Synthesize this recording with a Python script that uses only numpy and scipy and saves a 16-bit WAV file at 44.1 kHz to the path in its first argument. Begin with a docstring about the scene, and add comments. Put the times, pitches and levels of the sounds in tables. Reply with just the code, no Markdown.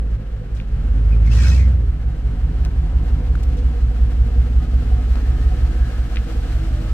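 """A deep, uneven throb: an old V8 convertible lopes at idle as the listener walks from tail to side.
Irregular firing pulses excite the resonances of the exhaust pipes; the engine bay whirrs and ticks.
One blip of the throttle swells the firing note into a drone over the lope, and turbulent air hisses
and whistles in the intake. A few light clicks sound nearby, above a soft rumble of open air."""
import sys
import numpy as np
from scipy import signal
from scipy.fft import rfft, irfft, next_fast_len
from scipy.io import wavfile

SR = 44100
rng = np.random.default_rng(int(sys.argv[2]) if len(sys.argv) > 2 else 0)


def store_pcm(level_fs):
    """Save levels as 16-bit WAV."""
    pcm = np.round(np.clip(level_fs, -1, 1) * 32767).astype(np.int16)
    wavfile.write(sys.argv[1], SR, np.atleast_2d(pcm).T)


N = 305613
TIME = np.arange(N) / SR
PADDED = next_fast_len(N + SR // 10, True)
FREQS = np.fft.rfftfreq(PADDED, 1 / SR)
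IDLE_RPM, FULL_RPM = 582.4, 811

# Levels in the tables are relative. An order is a multiple of the four-stroke cycle rate.
# crankshaft speed, a hunting idle and one blip: t/s, speed/rpm
CRANK_SPEED = [(0.0, 598.7), (0.69, 604.0), (0.98, 768.7), (1.32, 820.6), (1.48, 956.7), (1.75, 941.2),
               (1.94, 670.1), (2.22, 624.3), (2.49, 696.9), (3.55, 691.4), (3.92, 633.5), (4.59, 672.4),
               (5.08, 656.4), (5.48, 700.6), (6.23, 622.2), (6.6, 682.5), (6.93, 686.6)]
# the listener's walk: t/s, place (0 behind the car, 1 beside it)
LISTENER_PLACE = [(0, 0.021), (2, 0.18), (3, 0.36), (4.3, 0.6), (6.3, 0.99), (6.93, 0.86)]
# the tailpipe comes near, then the body hides it: t/s, level/dB
TAILPIPE_LEVEL = [(0, -4.5), (0.35, -16.5), (0.75, -11), (2.05, -9), (2.5, -8.5), (3.2, -7), (4.2, -4),
                  (5.65, -5.5), (6.05, -8.5), (6.93, -12)]
# partials of the uneven firing: order, level/dB
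LOPE_ORDERS = [(7, -42.5), (9, -12.5), (10, -13.5), (11, 4), (12, -5), (13, -10)]
# cylinders in firing order: level/dB, lateness/firing interval
FIRINGS = [(-3, 0.025), (-2.5, -0.042), (1.5, 0.148), (4.5, -0.081), (-0.5, -0.102), (3, -0.245),
           (3, 0.381), (-0.5, -0.074)]
# exhaust resonances: f/Hz, width/Hz, level behind/dB, level beside/dB
PIPE_MODES = [(81, 54, -14, -13), (111.4, 25.4, -1, 1.5), (158.7, 27, -7, -13), (217, 33.3, -6, -8.5),
              (253.3, 35, -10.5, -4.5), (274.4, 6.6, -20.5, -10.5), (328, 6.1, -31.5, -10.5),
              (364, 22, -12.5, -19), (418, 16, -8, -20.5), (478.7, 40.5, -17, -10.5), (532, 29, -13, -47)]
# standing waves in the pipe: f/Hz, width/Hz, level/dB, loudest place, reach in place, delay/cycle
STANDING_WAVES = [(110.6, 15.6, -33, .35, 1, 0.119), (155.6, 15.7, -36, 0.2, 0.44, 0.1386),
                  (161.8, 8.2, -38, 1, 0.067, 0.141), (210.4, 15, -37, 0.81, 0.27, .3),
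                  (240.8, 13.7, -45, 0.66, 0.26, .3), (273.1, 16.6, -42, .4, 0.37, .3),
                  (324, 12.7, -40, 1, .22, .3), (361.7, 12, -46.5, 0.28, 0.13, .3)]
# harmonics that drive the standing waves: order, level/dB
HUM_ORDERS = [(16, -14), (18, -6), (19, -5.5), (20, 0), (21, 1), (22, -5.5), (23, -6.5), (24, -5.5),
              (27, -.5), (28, 3), (30, -11.5), (31, -9.5), (32, -10.5), (36, -6.5), (40, 0.5), (42, -8),
              (43, 1.5), (44, -2), (48, 1), (52, -7), (56, -9), (57, 0), (58, -3), (61, -2.5), (62, -6.5),
              (63, -5.5), (65, -7.5)]
# fan and belt noise: f/Hz, spectral level/dB
BAY_SPECTRUM = [(100, -3.5), (300, 11.5), (560, 7.5), (760, 10.5), (900, 4.5), (1280, 4.5), (1650, 4),
                (2000, -1), (3000, -4), (3700, -11), (6000, -18.5), (7800, -23), (9500, -25),
                (15500, -33.5)]
# panel and accessory resonances: f/Hz, width/Hz, level/dB
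BAY_MODES = [(1313, 10, 5.5), (2090, 59, 4.5), (4150, 570, 3), (7710, 350, 5), (12450, 260, 5.5)]
# noise bands of the engine bay: start/s, end/s, first f/Hz, last f/Hz, width/Hz, level/dB
WHINE_BANDS = [(-.6, 1.5, 480, 490, 140, -50.5), (2.7, 4.7, 496, 472, 24, -48),
               (1.5, 5.7, 740, 740, 65, -52.5), (4, 7, 735, 740, 56, -51), (6, 6.85, 810, 600, 51, -51.5),
               (6.65, 7.05, 570, 630, 45, -48), (6, 6.85, 500, 405, 36, -47.5),
               (4.9, 6.8, 1830, 1450, 380, -51), (3.6, 8, 1220, 1320, 61, -56.5),
               (1.8, 4.4, 940, 1010, 220, -56), (4.1, 6, 425, 420, 26, -50)]
# the gulp of air at the blip: t/s, level/dB
INTAKE_LEVEL = [(1.2, -68.5), (1.244, -65), (1.262, -49.5), (1.296, -54.5), (1.325, -41.5), (1.48, -37.5),
                (1.55, -41.5), (1.605, -47), (1.65, -55), (1.768, -69), (1.78, -77)]
# intake turbulence: f/Hz, spectral level/dB
INTAKE_SPECTRUM = [(400, -3.5), (900, 5.5), (1500, 7), (2100, -0.5), (3300, 4), (4500, 3), (6000, 3),
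                   (7600, -3.5), (9000, -7), (11000, -13.5), (15500, -22.5)]
# air cleaner resonances: f/Hz, width/Hz, level/dB
AIR_CLEANER_MODES = [(1630, 74, -6), (1910, 57, 7.5), (2400, 53, 5), (2565, 45, 8.5), (3600, 100, -7),
                     (4330, 77, 3), (5200, 280, 2), (6230, 270, -6.5), (7620, 240, -2.5)]
# whistles at the throttle plate: centre t/s, f/Hz, level/dB, length/s, glide/(Hz/s)
EDGE_TONES = [(1.132, 2480, -42, 0.043, 3996), (1.277, 2170, -39.5, 0.046, -2500),
              (1.333, 2960, -44, 0.05, -5000), (1.41, 1740, -38.5, 0.051, -1500),
              (1.448, 4150, -38, 0.027, 9000), (1.453, 2530, -38, 0.028, 0), (1.459, 1588, -32, 0.053, 501),
              (1.47, 5360, -40, .025, 6000), (1.492, 6040, -38, .025, 7999), (1.532, 7530, -47, 0.072, -2),
              (1.549, 4440, -45, 0.03, -4000), (1.551, 5100, -44, 0.049, 4997),
              (1.605, 2186, -39, 0.12, -2500)]
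# light clicks: t/s, rattle level/dB, contact level/dB, f/Hz, width/octaves, t60/s
IMPACTS = [(.11, -56, -45, 6500, 0.31, .03), (.549, -52, -46, 6000, 0.51, 0.11),
           (.566, -48, -44, 3500, 0.73, 0.16), (.597, -42, -34, 2270, 0.42, .02),
           (0.601, -45, -16, 2200, 0.52, .02), (0.612, -46, -33, 2700, .68, .02),
           (2.648, -56, -35, 7000, 1, 0.012), (2.6506, -36.5, -15, 2900, 1.06, .011),
           (2.657, -41, -28, 2800, 0.96, .01), (2.659, -40, -26, 850, 0.79, .09),
           (3.352, -41, -11.5, 1420, 0.21, 0.024), (3.355, -41, -29, 2200, 1.2, .015),
           (3.432, -45, -25, 6000, 0.73, .02), (3.436, -39.5, -27, 3800, 0.82, .025),
           (3.452, -56, -38, 12500, .15, .02), (3.57, -49.5, -36, 4000, 0.87, 0.15),
           (3.585, -50, -36, 3480, 0.78, 0.08), (5.1557, -35, -30, 1300, 1.14, 0.031),
           (5.1688, -47, -19, 1100, 0.57, 0.018), (5.174, -42, -22, 1050, 0.47, .025),
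           (6.159, -35, -13, 2600, 0.8, 0.028), (6.1697, -30.5, -8.5, 2130, 0.58, 0.06),
           (6.188, -41, -26, 2300, 0.87, .025)]
# likeness of left and right: f/Hz, coherence
COHERENCE = [(50, 0.94), (200, 0.92), (350, 0.7), (600, 1), (800, 0.39), (1080, 0.054), (1250, 0.8),
             (1700, 0.87), (2200, 0.27), (2900, 0.21), (3500, 0.24), (4250, 0.38), (5200, 0.068),
             (15000, 0.1)]
# left minus right: f/Hz, level/dB
LEFT_EXCESS = [(60, -1.2), (200, 0), (500, .7), (1000, .1), (4000, 1.8), (14000, 1.4)]
# lead of left over right: f/Hz, phase/rad
LEFT_LEAD = [(60, 0.13), (300, 0.01), (440, 0.73), (600, 0.96), (750, 1.4), (1080, 1.2), (1260, 0.67),
             (1950, 1.02), (2500, 1.2), (4400, 2.56), (6500, 3.44), (9000, 2), (15000, 5.7)]


def engine_cycles(start=0.301):
    """Phase is the integral of speed: the count of four-stroke cycles, each two crankshaft turns."""
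    return start + np.cumsum(curve(CRANK_SPEED)) / (2 * 60 * SR)


def boom(cycles, lope_db=-16, blur_db=-12.5, blur_hz=55, stumble_cycles=0.00076):
    """Neighbouring orders beat to make the lope; the firing note swells with speed and throttle."""
    pull = effort(curve(CRANK_SPEED))
    angle = 2 * np.pi * (cycles + stumble_cycles * wander(0.36))
    note = np.cos(8 * angle) + amp(-29 + 12 * pull) * np.sin(16 * angle)  # eight firings a cycle
    swell_db = 11 * pull + 8.5 * effort(demand_rpm()) + wander(23)
    note *= amp(swell_db) * pipe_gain(level_db=-26, db_per_rpm=-0.0011, nearness=0.42)
    lope = sum(amp(db) * np.cos(round(order) * angle) for order, db in LOPE_ORDERS)
    # no two cycles burn alike: a soft blur fills the dips between the chugs
    lope += amp(blur_db) * noise_band(2 * np.pi * blur_hz * TIME, half_width_hz=14)
    lope *= amp(lope_db + curve(TAILPIPE_LEVEL) + wander(46))
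    return np.sqrt(2) * (note + lope)


def firing_pulses(cycles, jitter=0.012, uneven_db=1.5):
    """Each cylinder releases an impulse; unequal strength and spacing modulate the train every cycle."""
    firing = np.arange(int(cycles[-1] + 1) * len(FIRINGS))
    strength_db, late = np.asarray(FIRINGS)[firing % len(FIRINGS)].T
    timing_error, strength_error = rng.standard_normal((len(firing), 2)).T
    due_cycle = (firing + late + jitter * timing_error) / len(FIRINGS)
    sample = np.interp(due_cycle, cycles, np.arange(N), left=-1, right=-1)
    strength = amp(strength_db + uneven_db * strength_error)
    return np.bincount(sample[sample >= 0].astype(int), strength[sample >= 0], N)


def exhaust(cycles, puff_s=0.018, gas_ratio=0.6, gassy_hz=430, split_hz=195):
    """Source and filter: each firing drives the pipe resonances with a pulse and a turbulent puff."""
    pulses = firing_pulses(cycles)
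    puff_envelope = signal.lfilter([1], [1, -np.exp(-1 / (puff_s * SR))], pulses)
    puffs = unit_rms(puff_envelope * rng.standard_normal((2, N)))
    # the higher the frequency, the more of each pulse is broken up into gas noise
    clean = lowpass(gassy_hz, 8)
    thumps = filtered(unit_rms(pulses), np.sqrt(clean))
    gas = filtered(puffs[0], np.sqrt(gas_ratio ** 2 + 1 - clean))
    drive = muffler(stereo(thumps + gas, puffs[1]))
    place, pipe = curve(LISTENER_PLACE), 0
    for hz, width, behind_db, beside_db in PIPE_MODES:
        ring = filtered(drive, resonance(hz, width, steepen=0.73))
        pipe += ring * amp(behind_db + place * (beside_db - behind_db))
    low = lowpass(split_hz, 12)
    throb = unit_rms(filtered(pipe, low), band_hz=(95, 190))
    burble = unit_rms(filtered(pipe, 1 - low), band_hz=(200, 560))
    return (throb * pipe_gain(level_db=-34.5, db_per_rpm=0.0256, nearness=0.085)
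            + burble * pipe_gain(level_db=-38.5, db_per_rpm=0.0136, nearness=0.52))


def muffler(x, smear=6):
    """Dispersion: the silencer's chambers delay low frequencies most, rounding each pulse."""
    return filtered(x, np.exp(-1j * smear * np.log(FREQS + 1)))


def pipe_hums(cycles, waver_db=2, stumble_cycles=0.0023, away_db=-9):
    """Forced resonance: an engine order sings out as it passes through a standing wave's frequency."""
    angle = 2 * np.pi * (cycles + stumble_cycles * wander(3))
    phase = np.linspace(0, 2 * np.pi, 4096, endpoint=False)
    one_cycle = np.sqrt(2) * sum(amp(db) * np.cos(round(order) * phase) for order, db in HUM_ORDERS)
    place, out = curve(LISTENER_PLACE), 0
    for hz, width, db, loudest_place, reach, delay in STANDING_WAVES:
        tones = np.interp(angle - 2 * np.pi * delay, phase, one_cycle, period=2 * np.pi)
        hum = filtered(tones, resonance(hz, width, steepen=1))
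        away = 1 - np.exp(-((place - loudest_place) / reach) ** 2)
        out += hum * amp(db + away_db * away + waver_db * wander(8.5))
    return out * pipe_gain(level_db=-1, db_per_rpm=0.01, nearness=0.11)


def engine_bay(cycles, tick_depth=0.14, tick_share=0.092, flutter_db=0.97, split_hz=3800):
    """Amplitude modulation: sixteen tapping valves roughen fan and belt noise, brighter at the side."""
    taps = cycles * 2 * len(FIRINGS)
    force = rng.exponential(1, 2000)[taps.astype(int)]
    ticks = tick_depth * force * np.exp(-(taps % 1) / tick_share)
    envelope = (1 + ticks) * amp(flutter_db * wander(19))
    noise = stereo(*(envelope * rng.standard_normal((2, N))))
    modes_db = sum(db / (1 + (2 * (FREQS - hz) / width) ** 2) for hz, width, db in BAY_MODES)
    air = filtered(noise, amp(spectrum(BAY_SPECTRUM) + modes_db))
    low = lowpass(split_hz, 4)
    whirr = filtered(unit_rms(air, band_hz=(900, 3000)), low)
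    fizz = filtered(unit_rms(air, band_hz=(4500, 14000)), 1 - low)
    place, throttle_db = curve(LISTENER_PLACE), 4 * effort(demand_rpm())
    return (whirr * amp(-53 + 6 * place) + fizz * amp(-64.5 + 12 * place)) * amp(throttle_db)


def bay_whines(spread=0.34, patchy_db=2.5):
    """Narrow-band noise has a fuzzy pitch: each band swells, glides slowly and fades unevenly."""
    out = np.zeros((2, N))
    for start, end, first_hz, last_hz, width, db in WHINE_BANDS:
        angle = 2 * np.pi * np.cumsum(np.interp(TIME, [start, end], [first_hz, last_hz])) / SR
        mid = noise_band(angle, width / 2)
        side = spread * noise_band(angle, width / 2)
        swell = np.sin(np.pi * np.clip((TIME - start) / (end - start), 0, 1))
        out += np.array([mid + side, mid - side]) * swell * amp(db + patchy_db * wander(7))
    return out


def intake(cycles, level_db=1.2, gulp_depth=0.2, drift=0.035, ring_db=-16.5, flicker_db=4, fade_s=0.072):
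    """Turbulence at the open throttle pulses at the firing rate and excites the air cleaner's modes."""
    gulps = 1 + gulp_depth * np.cos(2 * np.pi * (len(FIRINGS) * cycles - 0.25))
    gulps *= amp(-0.4 * wander(120))
    rush = stereo(*rng.standard_normal((2, N)))
    air = unit_rms(filtered(rush, amp(spectrum(INTAKE_SPECTRUM))))
    for hz, width, db in AIR_CLEANER_MODES:
        ring = unit_rms(filtered(rush, 1 / (1 + 2 * ((FREQS - hz) / width) ** 2)))
        # each mode drifts in pitch and flares up on its own
        warped_time = TIME + drift * np.cumsum(wander(12)) / SR
        ring = np.array([np.interp(warped_time, TIME, channel) for channel in ring])
        air += ring * amp(db + ring_db + flicker_db * wander(20))
    opens, closes = INTAKE_LEVEL[0][0], INTAKE_LEVEL[-1][0]
    fade = np.clip(np.minimum(TIME - opens, closes - TIME) / fade_s, 0, 1)
    return unit_rms(air * gulps, band_hz=(3000, 12000)) * fade * amp(curve(INTAKE_LEVEL) + level_db)


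def throttle_whistles(level_db=-3, octave_db=-15, rasp_hz=180):
    """Edge tones: air meeting the throttle plate gives brief, raspy whistles that glide in pitch."""
    rasp = np.array([wander(rasp_hz) + 1j * wander(rasp_hz) for _ in range(2)])
    out = np.zeros((2, N))
    for centre, hz, db, length, glide in EDGE_TONES:
        near = abs(TIME - centre) < 2 * length
        t = TIME[near] - centre
        phasor = np.exp(2j * np.pi * (hz * t + glide * t ** 2 / 2))
        tone = (rasp[:, near] * (phasor + amp(octave_db) * phasor ** 2)).real
        out[:, near] += tone * amp(db + level_db) * np.exp(-(2 * t / length) ** 2)
    return stereo(*out)


def clicks(spread=0.089):
    """Impact excitation: a sharp contact and an exponentially damped rattle ring in one band."""
    grit, out = stereo(*rng.standard_normal((2, N))), np.zeros((2, N))
    for onset, rattle_db, contact_db, hz, octaves, t60 in IMPACTS:
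        band = unit_rms(np.exp(-0.5 * (np.log2((FREQS + 1) / hz) / octaves) ** 2))
        start = round(onset * SR)
        t = TIME[:min(SR // 4, N - start)]
        span = slice(start, start + len(t))
        hit = grit[:, span] * amp(rattle_db) * np.exp(-np.log(1000) * t / t60)
        hit[:, 0] += amp(contact_db) * np.array([1 + spread / 2, 1 - spread / 2])
        out[:, span] += signal.fftconvolve(hit, minimum_phase(band)[None])[:, :len(t)]
    return out


def air_rumble(level_db=-40, corner_hz=34):
    """Slow pressure fluctuations of the open air are heard as a soft rumble."""
    return amp(level_db) * wander(corner_hz)


def demand_rpm(flywheel_lag_s=0.15):
    """Inertia: the throttle asks for a speed that the crankshaft reaches a moment later."""
    return np.interp(TIME + flywheel_lag_s, *np.transpose(CRANK_SPEED))


def effort(rpm):
    """Normalised speed: 0 at idle, 1 when pulling."""
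    return np.clip((rpm - IDLE_RPM) / (FULL_RPM - IDLE_RPM), 0, 1)


def pipe_gain(level_db, db_per_rpm, nearness):
    """Gains add in decibels: one term follows the throttle, one the tailpipe's nearness."""
    return amp(level_db + db_per_rpm * (demand_rpm() - IDLE_RPM) + nearness * curve(TAILPIPE_LEVEL))


def amp(db):
    """Amplitude ratio of a level in decibels."""
    return 10 ** (np.asarray(db) / 20)


def curve(rows):
    """Linear interpolation of a time table at every sample."""
    return np.interp(TIME, *np.transpose(rows))


def spectrum(rows):
    """Interpolation of a frequency table on a logarithmic axis."""
    hz, value = np.transpose(rows)
    return np.interp(np.log(FREQS + 1), np.log(hz), value)


def filtered(x, gain):
    """Linear filtering multiplies the spectrum by a gain."""
    return irfft(rfft(x, PADDED) * gain, PADDED)[..., :N]


def lowpass(corner_hz, power):
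    """Gain that falls as a power of frequency above the corner."""
    return 1 / (1 + (FREQS / corner_hz) ** power)


def resonance(hz, width, steepen):
    """Response of a damped oscillator, its flanks steepened to deepen the valleys between modes."""
    response = 1 / (1 + 1j * (FREQS ** 2 - hz ** 2) / (width * FREQS + 1e-9))
    return response * abs(response) ** steepen


def minimum_phase(gain, size=2048):
    """Causal impulse response of a magnitude spectrum: a sharp attack, then ringing."""
    gain = np.interp(np.fft.rfftfreq(size, 1 / SR), FREQS, gain)
    log_gain = np.log(np.maximum(gain, 1e-4))
    phase = -signal.hilbert(np.r_[log_gain, log_gain[-2:0:-1]]).imag[:len(gain)]
    return irfft(gain * np.exp(1j * phase))


def unit_rms(x, band_hz=None):
    """Normalisation to rms 1, overall or within a band."""
    part = x if band_hz is None else filtered(x, (FREQS > band_hz[0]) & (FREQS < band_hz[1]))
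    return x / np.sqrt(np.mean(part ** 2) + 1e-20)


def wander(rate_hz, hop=16):
    """Low-passed Gaussian noise: a random fluctuation of rms 1."""
    steps = np.arange(0, N + hop, hop)
    hz = np.fft.rfftfreq(len(steps), hop / SR)
    slow = irfft(rfft(rng.standard_normal(len(steps))) / (1 + (hz / rate_hz) ** 4), len(steps))
    return unit_rms(np.interp(np.arange(N), steps, slow))


def noise_band(angle, half_width_hz):
    """Random quadrature modulation spreads a tone into a narrow band."""
    return wander(half_width_hz) * np.cos(angle) + wander(half_width_hz) * np.sin(angle)


def stereo(direct, scattered):
    """Partial coherence: left and right share the bass and differ in the treble."""
    alike = np.clip(spectrum(COHERENCE), -0.99, 1)
    mid = filtered(direct, np.sqrt((1 + alike) / 2))
    side = filtered(scattered, np.sqrt((1 - alike) / 2))
    return np.array([mid + side, mid - side])


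def scene():
    """Superposition of tailpipe, engine front and background; one crankshaft times the pulsations."""
    cycles = engine_cycles()
    tailpipe = boom(cycles) + exhaust(cycles) + pipe_hums(cycles)
    front = engine_bay(cycles) + bay_whines() + intake(cycles) + throttle_whistles()
    return tailpipe + front + clicks() + air_rumble()


def record(dry):
    """Level and phase differences between left and right give direction; a low-pass limits the band."""
    sides = np.array([[0.5], [-0.5]])
    response = amp(sides * spectrum(LEFT_EXCESS)) * np.exp(1j * sides * spectrum(LEFT_LEAD))
    band_limit = signal.firwin(511, cutoff=15750, window=("kaiser", 9), fs=SR)
    return signal.oaconvolve(filtered(dry, response), band_limit[None], "same")


dry = scene()
out = record(dry)
store_pcm(out)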